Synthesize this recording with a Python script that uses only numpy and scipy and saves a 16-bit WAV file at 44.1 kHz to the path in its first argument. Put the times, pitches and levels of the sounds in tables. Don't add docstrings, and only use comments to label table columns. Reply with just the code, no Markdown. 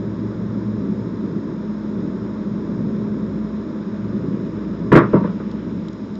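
import sys
import numpy as np
from scipy import signal
from scipy.fft import rfft, irfft, next_fast_len
from scipy.io import wavfile
from scipy.ndimage import uniform_filter1d, map_coordinates

SR = 44100
rng = np.random.default_rng(int(sys.argv[2]) if len(sys.argv) > 2 else 0)


def wav_record(signal):
    frames = np.transpose(np.atleast_2d(signal))
    bounded = np.clip(frames, -1, 1)
    quanta = np.round(bounded * 32767).astype(np.int16)
    wavfile.write(sys.argv[1], SR, quanta)


N = 272965
TIME = np.arange(N) / SR


def from_db(db):
    return 10 ** (np.asarray(db) / 20)


def rms_one(x):
    return x / np.sqrt(np.mean(x ** 2) + 1e-20)


def at_hz(points, hz):
    table_hz, values = np.array(points).T
    return np.interp(np.log(np.maximum(hz, 1)), np.log(table_hz), values)


def at_time(points):
    return np.interp(TIME, *np.transpose(points))


def noise(colour, size=N):
    padded = next_fast_len(size, True)
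    bins = rfft(rng.standard_normal(padded))
    bins_hz = np.arange(len(bins)) * SR / padded
    coloured = irfft(bins * from_db(at_hz(colour, bins_hz)), padded)
    return rms_one(coloured[:size])


def drift(knots_per_s):
    knots = rng.standard_normal(int(TIME[-1] * knots_per_s) + 2)
    return rms_one(map_coordinates(knots, [TIME * knots_per_s], order=3, mode="nearest"))


def decay(t, t60_s):
    return np.exp(-np.log(1000) * t / t60_s)


def low_pass(x, cutoff_hz):
    return signal.sosfilt(signal.butter(2, cutoff_hz, fs=SR, output="sos"), x)


def add(out, start_s, sound):
    at = int(start_s * SR)
    out[at:at + len(sound)] += sound[:N - at]


# pitch_hz [Hz], level_db [dB, relative], t60_s [s]
TABLE_MODES = [(120.6, -21.5, 0.49), (146.5, -12, 0.22), (168.8, -14, 0.46), (194.8, -14.5, 0.46),
               (247.4, -9, 0.14), (290.5, -10, 0.16), (334.2, -10, 0.2), (404, -13.5, .19),
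               (495.6, -17, 0.21), (540, -22, 0.18), (605, -21, 0.25), (887, -20.5, 0.12), (940, -23, 0.26),
               (1008, -25.5, 0.26), (1128, -23.5, 0.19), (1140, -21, 0.18), (1240, -31.5, 0.22),
               (1310, -29, .2), (1340, -26, 0.2), (1490, -35, 0.11), (2100, -37.5, .17)]


def thump(t, spread_db=2):
    pitch_hz, level_db, t60_s = np.transpose(TABLE_MODES)[:, :, None]
    strength = from_db(level_db + spread_db * rng.standard_normal(pitch_hz.shape))
    strength[1::2] *= -1
    modes = strength * np.sin(2 * np.pi * pitch_hz * t) * decay(t, t60_s)
    return np.sum(modes, axis=0)


# [dB per Hz, relative]
CLACK_COLOUR = [(100, -14), (200, -3), (400, 5.5), (600, 3.5), (800, 2), (1100, 2.5), (1500, -3.5),
                (2100, -8), (2800, -19), (4000, -13.5), (6000, -20), (8000, -33)]
# pitch_hz [Hz], t60_s [s]
CLACK_DECAY = [(150, 0.38), (500, 0.24), (1100, 0.25), (2000, 0.24), (4000, 0.15), (8000, 0.16)]


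def clack(t):
    source = noise(CLACK_COLOUR, size=len(t))
    out = np.zeros(len(t))
    edges_hz = 90 * 2 ** np.arange(0, 7, .5)
    for low_hz, high_hz in zip(edges_hz, edges_hz[1:]):
        band_pass = signal.butter(3, [low_hz, high_hz], "band", fs=SR, output="sos")
        t60_s = at_hz(CLACK_DECAY, np.sqrt(low_hz * high_hz))
        out += signal.sosfiltfilt(band_pass, source) * decay(t, t60_s)
    return out


# start_s [s], thump_level_db and clack_level_db [dB, relative], contact_cutoff_hz [Hz]
DICE_BLOWS = [(4.9176, 3.5, -2, 2220), (4.951, 5.5, 1, 2240), (4.972, -12, -2, 1790),
              (5.001, -8, -14, 1600), (5.1306, 2.5, -5.5, 890), (5.156, -7, -13, 1100),
              (5.201, -13, -31, 900), (5.237, -14.5, -13.5, 1090), (5.396, -25, -20.5, 985),
              (5.529, -17, -38, 700)]


def dice(clack_db=-5.5, thump_lag_s=0.00347, swell_s=0.0013):
    out, t = np.zeros(N), TIME[:SR]
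    swell = 1 - np.exp(-t / swell_s)
    for start_s, thump_level_db, clack_level_db, contact_cutoff_hz in DICE_BLOWS:
        hard = low_pass(swell * clack(t), contact_cutoff_hz)
        add(out, start_s, from_db(clack_level_db + clack_db) * hard)
        bed = low_pass(thump(t), contact_cutoff_hz)
        add(out, start_s + thump_lag_s, from_db(thump_level_db) * bed)
    return out


# [dB, relative]
TICK_EVENTS = [(5.5138, -35), (5.884, -34), (5.9303, -39.5), (6.1544, -39)]
# [dB per Hz, relative]
TICK_SPECTRUM = [(1500, -17), (2800, -12.5), (3600, 9), (5000, 5), (7000, -2), (9000, -33)]


def ticks(gain_db=2.0, t60_s=0.017):
    out, t = np.zeros(N), TIME[:SR // 10]
    for start_s, level_db in TICK_EVENTS:
        snap = noise(TICK_SPECTRUM, size=len(t)) * decay(t, t60_s)
        add(out, start_s, from_db(level_db + gain_db) * snap)
    return out


# start_s [s], level_db [dB rms]
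SLEEVE_LEVEL = [(0, -75.5), (3, -64), (4.2, -55.5), (4.9, -56.5), (5.1, -44), (5.3, -49), (5.6, -50),
                (6.19, -56.5)]
# [dB per Hz, relative]
SLEEVE_SPECTRUM = [(400, -8.5), (1200, 7), (2200, 0), (3300, -7), (5000, -8), (7000, -29)]


def sleeve(flutter_db=2.0):
    level_db = at_time(SLEEVE_LEVEL) + flutter_db * drift(27)
    return from_db(level_db) * noise(SLEEVE_SPECTRUM)


# pitch_hz [Hz], level_db [dB rms]
MOTOR_TONES = [(63, -45.5), (211.5, -28.5), (238.5, -42.5), (317, -41), (397, -44.5), (795, -58)]


def motor(waver_db=2.5, phase_wander_rad=.4):
    out = np.zeros(N)
    for pitch_hz, level_db in MOTOR_TONES:
        level = np.sqrt(2) * from_db(level_db + waver_db * drift(3.907))
        phase = 2 * np.pi * pitch_hz * TIME + phase_wander_rad * drift(2.99)
        out += level * np.sin(phase)
    return out


# [dB per Hz, relative]
RUMBLE_COLOUR = [(45, -47.5), (70, -27), (95, -15.5), (135, -12.5), (160, -6), (195, 0.5), (225, -7),
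                 (275, -8), (370, -10), (490, -20.5), (700, -28.5), (1500, -71)]
# [dB per Hz, relative]
RUSH_COLOUR = [(60, -30.5), (300, -2.5), (590, 6), (950, 2), (1250, -4), (1650, -9.5), (2200, -17.5),
               (2900, -30), (7000, -51.5)]


def moving_air(rumble_db=-25.5, surge_db=1.87, surge_knots_per_s=4.525, rush_db=-38.0):
    rumble = from_db(rumble_db + surge_db * drift(surge_knots_per_s)) * noise(RUMBLE_COLOUR)
    return rumble + from_db(rush_db) * noise(RUSH_COLOUR)


# pitch_hz [Hz], width_hz [Hz]
DUCT = (112, 12)
# [dB, relative]
DUCT_LEVEL = [(0, -31.5), (.4, -27), (1.6, -42), (2.9, -34.5), (3.65, -41.5), (4.1, -34.5), (4.7, -40)]


def duct_drone(gain_db=-0.5):
    pitch_hz, width_hz = DUCT
    resonance = signal.iirpeak(pitch_hz, pitch_hz / width_hz, fs=SR)
    once = signal.lfilter(*resonance, rng.standard_normal(N + SR))
    twice = signal.lfilter(*resonance, once)
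    drone = rms_one(twice[SR:])
    return from_db(at_time(DUCT_LEVEL) + gain_db) * drone


def fan():
    return motor() + moving_air() + duct_drone()


def scene():
    return (dice() + ticks() + sleeve() + fan())[None]


def gain_control(x, threshold_db=-6.0, most_db=4.5, release_db_per_s=0.3, attack_s=0.45):
    power = uniform_filter1d(x ** 2, SR // 20)
    level_db = 10 * np.log10(np.maximum(power, 1e-12))
    over_db = np.clip(level_db - threshold_db, 0, most_db)
    release_db = release_db_per_s * TIME
    held_db = np.maximum.accumulate(over_db + release_db, axis=-1) - release_db
    pole = np.exp(-1 / (attack_s * SR))
    cut_db = signal.lfilter([1 - pole], [1, -pole], held_db)
    return x * from_db(-cut_db)


# [dB per Hz, relative]
MIC_HISS = [(20, 1.5), (1000, 2.5), (2900, -7.5), (3600, 2.5), (5200, 2), (6400, -3), (7500, -15),
            (8600, -29.5), (9300, -45.5)]
# [dB, negative is deeper]
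MIC_NOTCHES = [(758, 345, -34.5), (4470, 850, -30), (6000, 930, -21.5), (8000, 1200, -34.5)]


def record(dry, hiss_db=-53.0, voice_band_hz=7700, cutoff_hz=16000):
    x = gain_control(dry) + from_db(hiss_db) * noise(MIC_HISS)
    for pitch_hz, width_hz, depth_db in MIC_NOTCHES:
        leak = from_db(depth_db)
        notched = signal.lfilter(*signal.iirnotch(pitch_hz, pitch_hz / width_hz, fs=SR), x)
        x = leak * x + (1 - leak) * notched
    voice = signal.sosfilt(signal.ellip(8, .5, 50, voice_band_hz, fs=SR, output="sos"), x)
    clipped = np.clip(voice, -1, 1)
    return signal.sosfilt(signal.butter(12, cutoff_hz, fs=SR, output="sos"), clipped)


dry = scene()
out = record(dry)
wav_record(out)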